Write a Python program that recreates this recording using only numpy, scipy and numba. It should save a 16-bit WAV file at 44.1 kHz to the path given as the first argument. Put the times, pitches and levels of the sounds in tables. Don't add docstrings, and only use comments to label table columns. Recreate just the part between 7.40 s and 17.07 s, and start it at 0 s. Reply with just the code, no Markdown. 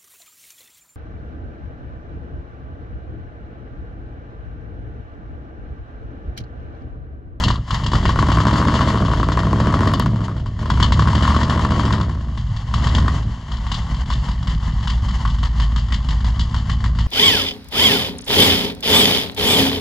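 import sys
import numpy as np
from scipy import signal
from scipy.fft import rfft, irfft, next_fast_len
from scipy.io import wavfile
from scipy.ndimage import uniform_filter1d
from numba import njit

SR = 44100
rng = np.random.default_rng(int(sys.argv[2]) if len(sys.argv) > 2 else 0)


def waveform_to_disk(signal):
    frames = np.transpose(np.atleast_2d(signal))
    scaled = np.clip(frames, -1, 1) * 32767
    samples = np.round(scaled).astype(np.int16)
    wavfile.write(sys.argv[1], SR, samples)


N = 426444


def undb(db):
    return 10 ** (np.asarray(db) / 20)


def unit(x):
    return x / np.sqrt(np.mean(x ** 2))


def over_time(table):
    s, *columns = np.transpose(table)
    return [np.interp(np.arange(N) / SR, s, column) for column in columns]


def on_log_hz(table, size):
    hz, value = np.transpose(table)
    return np.interp(np.log(np.fft.rfftfreq(size, 1 / SR) + 1), np.log(hz + 1), value)


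def ring(x, modes):
    total = 0
    for k, (hz, width, db) in enumerate(modes):
        resonance = signal.lfilter(*signal.iirpeak(hz, hz / width, fs=SR), x)
        total = total + (-1) ** k * undb(db) * resonance
    return total


def butter(x, order, hz, kind="low"):
    return signal.sosfilt(signal.butter(order, hz, kind, fs=SR, output="sos"), x)


def fade(x, tau_s):
    return signal.lfilter([1], [1, -np.exp(-1 / (tau_s * SR))], x)


def impulses(s, size):
    at = np.round(s * SR).astype(int)
    keep = (at >= 0) & (at < N)
    return np.bincount(at[keep], size[keep], N)


def walk(rate):
    k = int(SR / rate)
    steps = np.repeat(rng.standard_normal(N // k + 1), k)
    return 1.2 * uniform_filter1d(steps, k)[:N]


# t/s, four-stroke cycles f/Hz
SPEED = [(0, 7.382), (0.52, 9.008), (0.77, 7.378), (0.88, 11.195), (1.17, 14.199), (1.5, 14.7),
         (1.76, 10.457), (2.52, 16.272), (2.97, 11.643), (3.1, 7.017), (3.3, 10.149), (3.47, 9.393),
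         (3.56, 11.84), (3.96, 14.978), (4.55, 13.422), (4.75, 10.731), (5.13, 7.672), (5.41, 9.436),
         (5.68, 10.56), (6.24, 4.747), (6.77, 5.563), (7.26, 4.849), (8.22, 6.06), (8.7, 6.2), (9.0, 6.68),
         (9.67, 6.9)]
START_CYCLE = -.435
PULLING_HZ, IDLING_HZ = 10.3, 3.4


def crank():
    cycle_hz, = over_time(SPEED)
    pulling = np.clip((cycle_hz - IDLING_HZ) / (PULLING_HZ - IDLING_HZ), 0, 1)
    return cycle_hz, START_CYCLE + np.cumsum(cycle_hz) / SR, pulling


# bank (0 near, 1 far), thump level/dB,
# crack level/dB over the hiss table (used for the quiet cylinders only)
CYLINDERS = [(0, 0.5, 0), (1, -4, 0), (0, -3.5, -7), (0, -3, 0), (1, -11.5, -5), (0, -7, -7), (1, -3, 2.5),
             (1, -4, -12)]
FAR_BANK_LAG_S = 0.00462


def firings(jitter_s):
    turns = crank()[1]
    due = np.arange(-1, np.ceil(turns[-1]))[:, None] + np.arange(8) / 8
    when = np.interp(due, turns, np.arange(N) / SR, left=-1, right=N)
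    when = when + FAR_BANK_LAG_S * np.array(CYLINDERS)[:, 0]
    return when + jitter_s * rng.standard_normal(when.shape)


# f/Hz, width/Hz, level/dB
NEAR_PIPE = [(58, 9, 0), (110, 25, -9), (150, 30, -12)]
FAR_PIPE = [(64, 16, -3), (165, 30, -13)]
# f/Hz, width/Hz, level/dB
SUB_PIPE = [(27.7, 12, -17)]
# f/Hz, width/Hz, relative level/dB
UPPER_PIPE = [(152, 20, 1.5), (214, 35.3, 4), (271.4, 35, -3)]
# f/Hz, width/Hz, relative level/dB
THROAT = [(275.2, 43.4, 8.5), (348, 205, 1), (655, 97, -0.5)]
# t/s, share of the bass power that repeats from cycle to cycle
EVEN = [(0, .4), (.8, .5), (1.05, .92), (2.75, .92), (3.3, .6), (3.75, .92), (4.6, .9), (4.9, .7),
        (5.4, .85), (5.85, .9), (6.1, .5), (7.7, .6), (8.2, .88), (9.67, .9)]


def thump(when, bright_db, scatter_db, rumble_db):
    bank, db, _ = np.transpose(CYLINDERS)
    size = undb(db + scatter_db * rng.standard_normal(when.shape))
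    near, far = (-impulses(when[:, bank == b].ravel(), size[:, bank == b].ravel()) for b in (0, 1))
    both = near + far
    churn = undb(rumble_db) * np.std(both) * rng.standard_normal((2, N))

    low = ring(near + churn[0], NEAR_PIPE) + ring(far + churn[1], FAR_PIPE)
    low = butter(low, 2, [48, 180], "band") + ring(far + churn[1], SUB_PIPE)
    upper = butter(ring(both + 0.88 * churn[0], UPPER_PIPE), 3, 290)
    s, peak_db, _ = np.transpose(BARKS)
    kick = -impulses(s, undb(peak_db + 8.5))
    throat = ring(both + kick + 1.15 * churn[1], THROAT)

    low, upper, throat = (v / np.sqrt(uniform_filter1d(v ** 2, SR // 3) + 1e-12)
                          for v in (low, upper, throat))
    even, = over_time(EVEN)
    bass = np.sqrt(1 - even) * low + np.sqrt(even) * drone()
    upper = np.sqrt(1 - 0.36 * even) * undb(0.65 * bright_db - 5.5) * upper
    return bass + upper + undb(2.026 * bright_db - 1.0) * throat


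# level/dB pulling, level/dB idling (relative)
ORDERS_DB = [(-16, -17), (-14, -4), (-12, -15), (0, -8), (-4, -20), (-12, -22), (-8, -3), (-7, 0), (-9, -9),
             (-11, 0), (-10, -6), (-8, -9), (-8, -12), (-12, -9), (-16, -1), (-18, -14), (-17, -16),
             (-17, -15), (-21, -19), (-20, -6), (-20, -7)]
# f/Hz, width/Hz, level/dB
BOOMS = [(57, 60, 8), (108.4, 19.6, 11), (159.6, 61, 8)]
# f/Hz, width/Hz, level/dB
IDLE_BOOMS = [(57, 10, 13), (79, 14, -11)]
# t/s, fifth order level/dB, sixth order level/dB
LOPE = [(0, 1, 5), (1.2, 0, -3), (2.1, -3, -7), (2.5, -2, 3), (2.68, -12, -14), (3.3, -3, 2), (3.5, -9, 2),
        (3.68, 1, 2), (4.55, 0, 0), (4.75, -16, 5), (5.5, -18, 5), (9.67, -2, 0)]


def boost_db(hz, booms):
    return sum(db / (1 + (2 * (hz - centre) / width) ** 2) for centre, width, db in booms)


def drone():
    cycle_hz, turns, pulling = crank()
    fifth_db, sixth_db = over_time(LOPE)
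    place, strength = np.array([0, 1.6, 3, 4.6, 6.4]) / 8, np.array([1, .9, .5, .6, .5])
    out = power = 0
    for order, (pull_db, idle_db) in enumerate(ORDERS_DB, 2):
        hz = order * cycle_hz
        state_db = idle_db + pulling * (pull_db - idle_db)
        boom_db = boost_db(hz, BOOMS) + (1 - pulling ** 2) * boost_db(hz, IDLE_BOOMS)
        lope_db = fifth_db * ((order == 5) - .3 * (order == 8)) + sixth_db * (order == 6)
        size = undb(state_db + boom_db + lope_db)
        start = np.angle(np.sum(strength * np.exp(-2j * np.pi * order * place)))
        out = out + size * undb(1.6 * walk(6.)) * np.sin(2 * np.pi * order * turns + start)
        power = power + size ** 2 / 2
    return out / np.sqrt(power)


# place in the firing order, level/dB over the hiss table pulling, level/dB over the hiss table idling
BARKERS = [(0, 4, -27), (1, 4, -30), (3, 1, -29.5)]
BARKER_SCATTER_DB = 4
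# t/s, relative peak level/dB, treble level/dB against that peak
BARKS = [(0.036, -15, -2.5), (0.081, -11.5, -8.5), (0.102, -9, -22), (0.278, -23.5, -18), (0.306, -7, -18),
         (0.343, -14, -10.5), (0.435, -20.5, -10), (0.462, -11.5, -11.5), (0.517, -14, -15.5),
         (0.533, -4.5, -21), (0.552, -8.5, -14.5), (0.653, -6.5, -12.5), (0.691, -6.5, -17),
         (0.759, -9.5, -26), (0.789, -6.5, -18), (0.826, -4, -37), (0.886, -6.5, -26), (0.917, -5.5, -16),
         (0.972, -6.5, -31), (1.002, -7.5, -15), (1.053, -5, -36), (1.068, -5.5, -15.5),
         (1.128, -9.5, -13.5), (1.2, -7, -27), (1.215, -8.5, -32), (1.272, -11.5, -13), (1.283, -6, -25),
         (1.34, -6.5, -18), (1.354, -8, -21), (1.407, -8, -14), (1.474, -11.5, -17), (1.544, -9.5, -39),
         (1.622, -12, -39), (1.65, -10.5, -20), (1.701, -20, -34), (1.735, -8.5, -28), (1.799, -9.5, -25),
         (1.83, -7, -23), (1.887, -8, -28), (1.918, -7.5, -18), (1.973, -5.5, -25), (1.99, -9, -19),
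         (2.069, -10, -39), (2.13, -6, -32), (2.201, -7, -20), (2.271, -5, -29), (2.34, -6.5, -20),
         (2.407, -5.5, -30), (2.472, -6, -17.5), (2.536, -7, -15.5), (2.597, -7.5, -16), (2.66, -9, -19.5),
         (2.882, -16, -35), (3.06, -20.5, -20.5), (3.19, -20.5, -17), (3.228, -16, -31),
         (3.257, -14.5, -16.5), (3.301, -6, -19.5), (3.374, -14, -32), (3.4, -7.5, -16), (3.425, -7, -12),
         (3.521, -4.5, -17), (3.593, -4.5, -17.5), (3.621, -8.5, -17), (3.673, -7.5, -14.5),
         (3.75, -8, -13), (3.823, -13.5, -8), (3.963, -6, -16), (4.03, -7.5, -14), (4.096, -11, -11),
         (4.16, -13, -23), (4.249, -9, -20), (4.319, -8, -24), (4.395, -8, -16.5), (4.451, -14.5, -12),
         (4.524, -15.5, -9), (4.974, -22, -10), (5.163, -23.5, -4.5), (5.339, -10.5, -12.5),
         (5.441, -14, -12), (5.469, -9, -11), (5.548, -13.5, -8.5), (5.582, -9.5, -14.5), (5.68, -6.5, -19),
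         (6.116, -23, -14), (6.18, -24.5, -32), (6.315, -16.5, -8.5), (6.542, -26.5, -5),
         (6.701, -15, -11.5), (6.885, -18, -16), (7.071, -19.5, -8), (7.295, -28, -9.5), (7.473, -15, -9.5),
         (7.684, -22, -10.5), (7.851, -13.5, -17), (8.03, -14.5, -13.5), (8.198, -18, -9.5),
         (8.36, -16.5, -12), (8.521, -15.5, -11), (8.686, -19.5, -5), (8.844, -20, -6), (8.993, -19.5, -5),
         (9.143, -14, -13), (9.295, -18, -7), (9.44, -17, -9), (9.586, -17, -11.5)]
BARK_VALVE_DB, BARK_TREBLE_DB = -10.5, 12.5
SECOND_BARK_HZ, SECOND_BARK_DB = 6.95, -7


def barks(when, hiss_db, push_db, scatter_db):
    t = np.arange(N) / SR
    cycle_hz, _, pulling = crank()
    bank, _, quiet_db = np.transpose(CYLINDERS)
    chance = rng.standard_normal(when.shape)
    when = when - FAR_BANK_LAG_S * bank
    over_db = quiet_db + scatter_db * chance
    pulling = np.interp(when, t, pulling)
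    for k, pull_db, idle_db in BARKERS:
        over_db[:, k] = idle_db + pulling[:, k] * (pull_db - idle_db) + BARKER_SCATTER_DB * chance[:, k]
    db = (np.interp(when, t, hiss_db) + over_db).flatten()
    when = when.flatten()

    s, peak_db, treble_db = np.transpose(BARKS)
    cycle_hz = np.interp(s, t, cycle_hz)
    idle = cycle_hz < SECOND_BARK_HZ
    s = np.append(s, (s + 1 / (8 * cycle_hz))[idle])
    peak_db = np.append(peak_db, peak_db[idle] + SECOND_BARK_DB)
    treble_db = np.append(treble_db, treble_db[idle])

    db[np.min(abs(when - s[:, None]), axis=0) < .009] = -120
    low_db = np.append(peak_db + BARK_VALVE_DB, db + np.interp(when, t, push_db))
    high_db = np.append(peak_db + treble_db + BARK_TREBLE_DB, db)
    return np.append(s, when), low_db, high_db


# f/Hz, width/Hz, relative level/dB
MOUTH = [(967.5, 113, 9), (1104, 110.5, 11.5), (1407, 460, 0), (1860, 244, 0), (2942, 300, -5),
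         (3386, 740, -8), (4400, 640, -9), (4990, 710, -12.5), (7100, 860, -21)]
TREBLE_LAG_S = 0.001486


def cracks(when, hiss_db, bright_db, scatter_db):
    push_db = 0.89 * uniform_filter1d(bright_db, SR // 4) + 4
    when, low_db, high_db = barks(when, hiss_db, push_db, scatter_db)
    wheeze = 9 / crank()[0] ** 2
    groups = [(MOUTH[:1], low_db, 0, 16),  # rings, strength in dB, lag in s, size of the shock
              (MOUTH[1:3], low_db, 0, 16),
              (MOUTH[3:4], (low_db + high_db) / 2, 0, 5),
              (MOUTH[4:], high_db, TREBLE_LAG_S, 4.5)]
    heard = []
    for rings, db, lag_s, shock in groups:
        valves = impulses(when + lag_s, undb(db + 1.8 * rng.standard_normal(when.shape)))
        swell = fade(valves, 0.0013) / (0.0015 * SR)
        burst = 0.68 * fade(swell, 0.0052) + wheeze * fade(swell, 0.027) * undb(3.5 * walk(90.))
        gas = burst * undb(2.5 * walk(400.)) * rng.standard_normal((2, N))
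        gas[0] += shock * valves
        heard.append(ring(gas, rings))
    heard = heard[0] - heard[1] - heard[2] + front_echo(heard[3])
    heard = butter(heard, 3, [600, 8300], "band")
    click = np.eye(1, SR)[0]
    return heard / np.sqrt(np.sum(ring(click, MOUTH) ** 2))


# t/s, peak level/dB before the band filter
SNAPS = [(0.0395, -22), (0.342, -23), (1.171, -23), (1.243, -27), (2.4736, -19), (2.5365, -14),
         (2.5975, -9.5), (2.6627, -20)]


def snaps():
    s, db = np.transpose(SNAPS)
    click = fade(impulses(s, undb(db - 13)), 0.00048) * rng.standard_normal((2, N))
    click[0] += impulses(s, undb(db))
    return butter(click, 3, [2800, 12000], "band")


# f/Hz, relative level/dB per Hz
HISS = [(330, -23), (560, -13.5), (844, -7), (1070, -1.5), (1380, -15), (1980, -11), (2430, -25),
        (3090, -11), (3620, -21.5), (4600, -18), (5580, -25), (7090, -24), (8500, -42), (11000, -42.5),
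        (18700, -120)]


def hiss(hiss_db):
    size = next_fast_len(N)
    spectrum = rfft(rng.standard_normal((2, size))) * undb(on_log_hz(HISS, size))
    noise = irfft(spectrum, size)[:, :N]
    return unit(noise) * undb(hiss_db - 8.5 + 3.43 * walk(30.))


# t/s, lag/s, level/dB
FRONT_ECHO = [(0.8, .006, -5.5), (1.2, .007, -3), (1.75, .0085, 2), (2.2, 0.01, -6), (3.7, .0135, -7),
              (4.4, 0.015, -11), (5.5, 0.017, -11)]


def front_echo(x):
    t = np.arange(N) / SR
    lag_s, db = over_time(FRONT_ECHO)
    late = np.array([np.interp(t - lag_s, t, v) for v in x])
    return x + undb(db) * late


@njit
def walls(x, lags, gain, damp):
    line, soft, out = np.zeros((8, 4096)), np.zeros(8), np.zeros((2, len(x)))
    for i in range(len(x)):
        total = 0.
        for k in range(8):
            soft[k] += (1 - damp) * (gain[k] * line[k, (i - lags[k]) & 4095] - soft[k])
            total += soft[k]
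            out[k % 2, i] += soft[k]
        for k in range(8):
            line[k, i & 4095] = x[i] + soft[k] - total / 4
    return out


SHED_T60_S, SHED_DAMP, SHED_DB = 0.13, 0.17, -6.5


def shed(gas):
    lags = rng.integers(500, 3000, 8)
    gain = undb(-60 * lags / SR / SHED_T60_S)
    even, odd = undb(SHED_DB) * walls(gas, lags, gain, SHED_DAMP)
    return np.array([even + odd, even - odd])


# f/Hz, left minus right level/dB
PORT_DB = [(200, -4.5), (530, 10), (910, 3.5), (1570, 3), (2710, 11), (4670, -0.5), (8050, -2),
           (12000, 6.5)]
# f/Hz, lead of the left/radians
PORT_LEAD = [(200, 0), (1640, .5), (2150, -.3), (2580, -1.6), (3530, .2), (4390, 0), (5430, .7), (6370, .1),
             (8180, -.1)]
# f/Hz, share heard differently
PORT_UNLIKE = [(250, .03), (1000, 0.12), (2000, 0.31), (8000, 0.33), (12000, 0.47)]


def ports(heard):
    size = next_fast_len(N)
    common, other = rfft(heard, size)
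    tilt = undb(on_log_hz(PORT_DB, size) / 2) * np.exp(.5j * on_log_hz(PORT_LEAD, size))
    other = other * np.clip(on_log_hz(PORT_UNLIKE, size), 0, .9)
    left, right = (common + other) * tilt, (common - other) / tilt
    return irfft(np.array([left, right]), size)[:, :N]


# t/s, thump level/dB, throttle brightness level/dB, hiss level/dB (all relative)
DRIVE = [(0.0, -13.5, -11.5, -20), (0.1, -12.5, -8, -26.5), (0.27, -31, -10.5, -42.5),
         (0.33, -18.5, -11.5, -24.5), (0.44, -21.5, -7, -33.5), (0.561, -15, -6.5, -27.5),
         (1.21, -15, -3.5, -22), (1.86, -17, -4.5, -30.5), (2.48, -15, -3.5, -24.5),
         (2.7, -16, -7.5, -36.5), (2.9, -25, -4.5, -36.5), (3.049, -21.5, -9, -44.5),
         (3.17, -21.5, -12.5, -41.5), (3.22, -23, -6, -28.5), (3.35, -13, -9.5, -28.5),
         (3.85, -14.5, -6, -23), (4.1, -16, -5, -25.5), (4.55, -15.5, -5.5, -26), (4.74, -21.5, -8.5, -38),
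         (4.95, -23.5, -11, -37.5), (5.14, -17, -22, -34.5), (5.25, -25.5, -13, -35),
         (5.36, -16, -12.5, -26), (5.57, -13, -8, -24.5), (5.87, -19, -11, -34.5), (6.0, -27, -11.5, -36.5),
         (6.3, -20, -13.5, -32), (7.33, -18, -15.5, -31), (9.67, -15.5, -15, -32)]


def scene():
    thump_db, bright_db, hiss_db = over_time(DRIVE)
    when = firings(jitter_s=.0005)
    gas = cracks(when, hiss_db, bright_db, scatter_db=2.2)
    heard = gas + snaps() + hiss(hiss_db) + shed(gas[0])
    bass = undb(thump_db) * thump(when, bright_db, scatter_db=1.5, rumble_db=-5)
    return ports(heard) + bass


def record(dry):
    dented = signal.lfilter(*signal.iirnotch(2450, 6., fs=SR), dry)
    dry = 0.52 * dry + 0.42 * dented
    loud = np.tanh(.9 * dry) / .9
    return signal.sosfilt(signal.ellip(8, .2, 80, 14600, fs=SR, output="sos"), loud)


dry = scene()
out = record(dry)
waveform_to_disk(out)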